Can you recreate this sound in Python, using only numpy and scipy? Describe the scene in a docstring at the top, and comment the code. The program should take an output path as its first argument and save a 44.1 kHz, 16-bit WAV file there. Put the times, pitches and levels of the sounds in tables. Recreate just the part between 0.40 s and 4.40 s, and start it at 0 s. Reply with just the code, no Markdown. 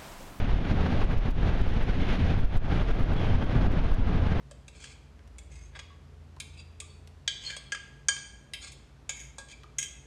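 """Open grassland, passed in a vehicle at steady speed, with wind on the microphone. The rushing air roars and
hisses in gusts and hits the microphone with low thumps; brief buzzing splutters flare around the hardest ones.
Underneath, the road rumbles and the engine drones; air briefly whistles over an edge. An automatic volume
control turns the sound down after the loudest peaks."""
import sys
import numpy as np
from scipy import signal
from scipy.fft import irfft
from scipy.io import wavfile
from scipy.ndimage import uniform_filter1d

SR = 44100
rng = np.random.default_rng(int(sys.argv[2]) if len(sys.argv) > 2 else 0)


def bounce(signal):
    """Save signal as a 16-bit WAV file at the path given by the first command-line argument."""
    frames = np.transpose(np.atleast_2d(signal))
    limited = np.clip(frames, -1, 1)
    pcm = np.round(limited * 32767).astype(np.int16)
    wavfile.write(sys.argv[1], SR, pcm)


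N = 176400
TIME = np.arange(N) / SR
VOLUME_STEPS_PER_S, TREBLE_LIMIT_HZ = 750, 15500

# How strong the low wind and road noise is. Each row: time in seconds, relative level in dB.
RUMBLE_LEVELS = [(0.0, -33), (0.02, -30), (0.28, -32), (0.32, -23.5), (0.34, -29), (0.52, -28.5),
                 (0.68, -27.5), (0.71, -29), (0.81, -40.5), (0.86, -28.5), (0.885, -28.5), (0.92, -39.5),
                 (1.04, -27.5), (1.35, -31), (1.55, -33), (1.57, -28), (1.96, -28.5), (1.97, -26.5),
                 (2.09, -41), (2.16, -27.5), (2.19, -40.5), (2.34, -25), (2.46, -34), (2.9, -26.5),
                 (3.1, -29), (3.14, -24.5), (3.54, -31.5), (3.56, -33), (3.7, -28), (4.0, -28)]


def amp(db):
    """Turns decibels (dB) into a number to multiply a sound by."""
    return 10 ** (np.asarray(db) / 20)


def unit(x):
    """Scales a signal so that its average strength (rms) is one."""
    return x / np.sqrt(np.mean(x ** 2) + 1e-20)


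def curves(table):
    """Joins rows of a time and its values with straight lines: one curve per value column."""
    times, *columns = np.transpose(table)
    return [np.interp(TIME, times, column) for column in columns]


def noise(colour):
    """Noise of strength one; its colour says how strong each frequency is."""
    hz, db = np.transpose(colour)
    bins = np.fft.rfftfreq(N, 1 / SR)
    gain = amp(np.interp(np.log(bins + 1), np.log(hz + 1), db))
    return unit(irfft(gain * np.exp(2j * np.pi * rng.random(len(bins))), N))


def wander(low_hz, high_hz, slope=0.35):
    """A random wobble of strength one between two rates; more slope favours the slow part."""
    bins = np.fft.rfftfreq(N, 1 / SR) + 1e-3
    gain = bins ** -slope / (1 + (low_hz / bins) ** 4) / (1 + (bins / high_hz) ** 4)
    return unit(irfft(gain * np.exp(2j * np.pi * rng.random(len(bins))), N))


def steady(x, samples):
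    """Evens out the slow swells of a noise over this many samples."""
    power = uniform_filter1d(uniform_filter1d(x ** 2, samples), samples // 2)
    return x / np.sqrt(power + 1e-9)


def airstream(swirls):
    """Passing air roars and hisses, swelling with each gust and fluttering as it swirls."""
    # The gusts. Each row: time in seconds, relative roar level in dB, relative hiss level in dB.
    gusts = [(0.0, -36, -44.5), (0.07, -43.5, -51), (0.1, -36, -45), (0.17, -42.5, -48.5),
             (0.23, -42.5, -50), (0.275, -37.5, -46), (0.293, -39.5, -45), (0.308, -34.5, -42),
             (0.34, -42, -49.5), (0.38, -35.5, -45.5), (0.418, -36.5, -44), (0.45, -36.5, -46),
             (0.465, -32, -42.5), (0.48, -38, -46.5), (0.525, -36, -44.5), (0.59, -37.5, -46.5),
             (0.618, -33.5, -41.5), (0.635, -37, -46), (0.66, -43, -50), (0.71, -35.5, -46.5),
             (0.76, -44.5, -52), (0.88, -39.5, -48), (0.93, -48.5, -58), (1.02, -39, -48),
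             (1.075, -34, -43.5), (1.13, -39, -48), (1.21, -37.5, -46), (1.22, -45, -50.5),
             (1.27, -40, -47), (1.4, -40.5, -48), (1.41, -36, -44.5), (1.47, -44, -49), (1.49, -37.5, -45),
             (1.55, -42, -48), (1.69, -38, -43.5), (1.728, -35, -40), (1.78, -40.5, -46),
             (1.89, -37.5, -43.5), (2.09, -46, -56), (2.16, -39, -47.5), (2.19, -49.5, -58.5),
             (2.32, -35, -46), (2.37, -36.5, -42.5), (2.39, -36, -46), (2.47, -42.5, -49.5),
             (2.51, -35, -46), (2.52, -43, -49), (2.55, -39.5, -49.5), (2.66, -41, -49.5),
             (2.73, -35.5, -46.5), (2.75, -39.5, -52), (2.77, -38.5, -47.5), (2.91, -36.5, -44.5),
             (2.97, -39, -48), (3.02, -35, -46.5), (3.05, -44, -54.5), (3.11, -37.5, -46.5),
             (3.26, -34, -46), (3.29, -41, -53), (3.31, -37.5, -48.5), (3.48, -38, -48.5),
             (3.61, -42.5, -53), (3.683, -37.5, -48), (3.693, -37.5, -48.5), (3.98, -37, -47),
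             (4.0, -32, -45)]
    # The bright edge of the strongest gust. Each row: time in seconds, level in dB.
    bright_levels = [(0.0, -76), (1.52, -74), (1.62, -48), (1.72, -48), (1.79, -53), (1.822, -52),
                     (1.84, -61), (1.9, -47), (1.99, -71), (4.0, -75)]
    # The colours of the three noises. Each row: frequency in Hz, relative level in dB.
    roar_colour = [(120, -17), (300, 1), (420, 2.5), (550, -0.5), (740, -1), (920, -5), (1020, -7),
                   (1140, -6.5), (1400, -8.5), (1640, -7.5), (1800, -16.5), (3000, -32), (7000, -56),
                   (14000, -82)]
    hiss_colour = [(700, -21), (1500, -1.5), (2000, 1.5), (2700, -1.5), (3400, -3.5), (4200, -10),
                   (5000, -15), (6400, -21), (7200, -27.5), (7900, -48), (8700, -30), (11000, -34),
                   (12500, -47), (15000, -68)]
    bright_colour = [(1200, -33), (2300, 6), (3400, 4), (4200, -9), (5000, -22), (7500, -50)]
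    roar_db, hiss_db = curves(gusts)
    bright_db, = curves(bright_levels)
    roar = noise(roar_colour) * amp(roar_db + 1)
    hiss = noise(hiss_colour) * amp(hiss_db + 1.77)
    bright = noise(bright_colour) * amp(bright_db)
    return roar * unit(amp(0.88 * swirls)) + (hiss + bright) * unit(amp(swirls))


def road_rumble(swirls):
    """Wind and road make a low noise, which the swirling air turns lumpy."""
    # The rumble's colour. Each row: frequency in Hz, relative level in dB.
    colour = [(20, -6.5), (45, -0.5), (70, -4), (110, 2.5), (150, -6), (200, -7.5), (270, -8.5), (330, -19),
              (700, -46), (2000, -81), (8000, -110)]
    level_db, = curves(RUMBLE_LEVELS)
    lumps = noise(colour) * amp(2.18 * swirls)
    return steady(lumps, samples=8000) * amp(level_db + 0.5)


def wind_buffeting():
    """Big swirls of air push on the microphone; the hardest pushes each make one thump."""
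    # Slow swings in air pressure. Each row: time in seconds, relative level in dB.
    levels = [(0.0, -20.5), (0.07, -26), (0.12, -13), (0.21, -29.5), (0.67, -22.5), (0.69, -23.5),
              (1.19, -23.5), (2.39, -24), (2.53, -24), (2.85, -25), (2.95, -21), (3.0, -27), (3.52, -19.5),
              (4.0, -26.5)]
    # Their very deep colour. Each row: frequency in Hz, relative level in dB.
    colour = [(3, -29), (10, 3.5), (18, -0.5), (32, -5), (45, -1.5), (62, -22), (120, -54), (400, -69),
              (4000, -125)]
    # The hardest blows. Each row: time of the peak in seconds, peak pressure in dB.
    thumps = [(.355, -24), (0.644, -12.5), (0.782, -13.5), (0.911, -20), (1.215, -14.5), (1.283, -15.5),
              (1.432, -15), (2.003, -16.5), (2.052, -11), (2.174, -10.5), (2.514, -14.5), (2.636, -12.5),
              (2.735, -19), (2.945, -14.5), (3.266, -14.5), (3.319, -24), (3.542, -13.5)]
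    thump_width_s = 0.0069
    level_db, = curves(levels)
    swings = steady(noise(colour), samples=6000) * amp(level_db - 1.5)
    for at, db in thumps:
        push = np.exp(-((TIME - at) / thump_width_s) ** 2)
        direction = np.sign(push @ swings)  # the way the pressure already leans
        swings = swings * (1 - push) + push * amp(db) * direction
    return swings


def engine_drone():
    """The engine and drive train hum in wavering low tones, louder when the rumble is louder."""
    # The tones of the hum. Each row: pitch in Hz, typical level in dB.
    hum = [(81.4, -36), (162.8, -44.5), (183.7, -43.5), (244.2, -49)]
    speed_drift, waver_db = 0.0054, 4
    rumble_db, = curves(RUMBLE_LEVELS)
    engine_time = np.cumsum(1 + speed_drift * wander(low_hz=0.315, high_hz=2.06)) / SR
    tones = np.zeros(N)
    for hz, db in hum:
        level = amp(db + waver_db * wander(low_hz=0.49, high_hz=13.0))
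        tones += level * np.sin(2 * np.pi * (hz * engine_time + rng.random()))
    return np.sqrt(2) * tones * amp(0.88 * (rumble_db - rumble_db.mean()))


def buzzing_splutter():
    """Brief, ragged crackles flare around the hardest blows, with a buzz at the volume control's step rate."""
    # The splutters. Each row: middle in seconds, length in seconds, level in dB.
    splutters = [(.342, .016, -70), (.645, .018, -61), (0.723, .014, -63), (.784, 0.012, -58),
                 (0.91, .016, -60), (1.196, .014, -67), (1.217, 0.0082, -58), (1.28, .014, -66),
                 (1.293, .006, -60), (1.432, 0.016, -61), (1.99, .005, -63), (2.004, 0.0064, -62),
                 (2.051, .016, -60), (2.083, .04, -72), (2.14, 0.027, -71), (2.174, .018, -55.5),
                 (2.513, .011, -60), (2.552, .016, -66), (2.603, .018, -63), (2.637, 0.008, -60),
                 (2.736, .016, -62), (3.045, .012, -64), (3.268, .014, -60), (3.32, .01, -59),
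                 (3.516, 0.0045, -59), (3.544, .014, -55)]
    # Their sharp colour. Each row: frequency in Hz, relative level in dB.
    colour = [(1500, -12), (4000, 8), (6500, 6.5), (8000, -5), (10000, 3.5), (13500, 1), (16000, -18)]
    rough_db, buzz_share = 4, 0.73
    bursts = sum(amp(db) * np.exp(-(2 * (TIME - at) / length) ** 2) for at, length, db in splutters)
    ragged = unit(amp(rough_db * wander(low_hz=150, high_hz=900, slope=0)))
    colour_hz, colour_db = np.transpose(colour)
    buzz = np.zeros(N)
    for hz in np.arange(VOLUME_STEPS_PER_S, TREBLE_LIMIT_HZ, VOLUME_STEPS_PER_S):
        level = amp(np.interp(hz, colour_hz, colour_db))
        buzz += level * np.cos(2 * np.pi * (hz * TIME + rng.random()))
    crackle = np.sqrt(1 - buzz_share) * noise(colour) + np.sqrt(buzz_share) * unit(buzz)
    return crackle * ragged * bursts


def wind_whistle():
    """Air crossing an edge makes a thin, shaky tone that starts quickly, slides and fades."""
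    # Each row: start in seconds, length in seconds, middle pitch in Hz, slide in Hz per second,
    # starting level in dB.
    whistles = [(2.762, 0.075, 3330, -1200, -45), (2.818, 0.12, 3130, -600, -50),
                (3.006, 0.059, 3240, 1795, -49)]
    rise_s, fade_s = 0.0055, 0.0098
    shake_hz, flutter_db, sag_db = 55, 5, 10
    shake = shake_hz * wander(low_hz=16, high_hz=200)
    tones = np.zeros(N)
    for start, length, hz, slide, db in whistles:
        age = np.clip(TIME - start, 0, length)
        cycles = np.cumsum(hz + slide * (age - length / 2) + shake) / SR
        swell = np.minimum(age / rise_s, 1) * np.minimum((length - age) / fade_s, 1)
        level = amp(db - sag_db * age / length) * swell
        tones += level * np.sqrt(2) * np.sin(2 * np.pi * cycles)
    return tones * unit(amp(flutter_db * wander(low_hz=20, high_hz=150)))


def scene():
    """Adds up all the sounds at one microphone; the same swirls shake airstream and rumble."""
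    swirls = wander(low_hz=7.9, high_hz=110, slope=1)
    ride = airstream(swirls) + road_rumble(swirls) + wind_buffeting() + engine_drone()
    return (ride + wind_whistle() + buzzing_splutter())[None]


def record(dry):
    """Turns the volume down in small steps after loud peaks, then cuts the highest treble."""
    threshold_db, squeeze = -24, 0.35  # squeeze: dB turned down for each dB too loud
    smooth_s, attack_s, recover_db_per_s = 0.0056, 0.007, 144
    step = (TIME * VOLUME_STEPS_PER_S).astype(int)
    memory = np.exp(-1 / (smooth_s * SR))
    level = signal.lfilter([1 - memory], [1, -memory], abs(dry[0]))
    step_level = level[np.unique(step, return_index=True)[1]]  # read once per step
    over_db = np.maximum(20 * np.log10(step_level + 1e-9) - threshold_db, 0)
    recovery_db = recover_db_per_s * np.arange(len(step_level)) / VOLUME_STEPS_PER_S
    held_db = np.maximum.accumulate(over_db + recovery_db) - recovery_db  # each peak sinks steadily
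    lag = np.exp(-1 / (attack_s * VOLUME_STEPS_PER_S))
    eased_db = signal.lfilter([1 - lag], [1, -lag], held_db)
    volume = uniform_filter1d(amp(-squeeze * eased_db)[step], size=7)
    treble_cut = signal.firwin(511, TREBLE_LIMIT_HZ, window=("kaiser", 9), fs=SR)
    return signal.oaconvolve(dry * volume, treble_cut[None], "same")


dry = scene()
out = record(dry)
bounce(out)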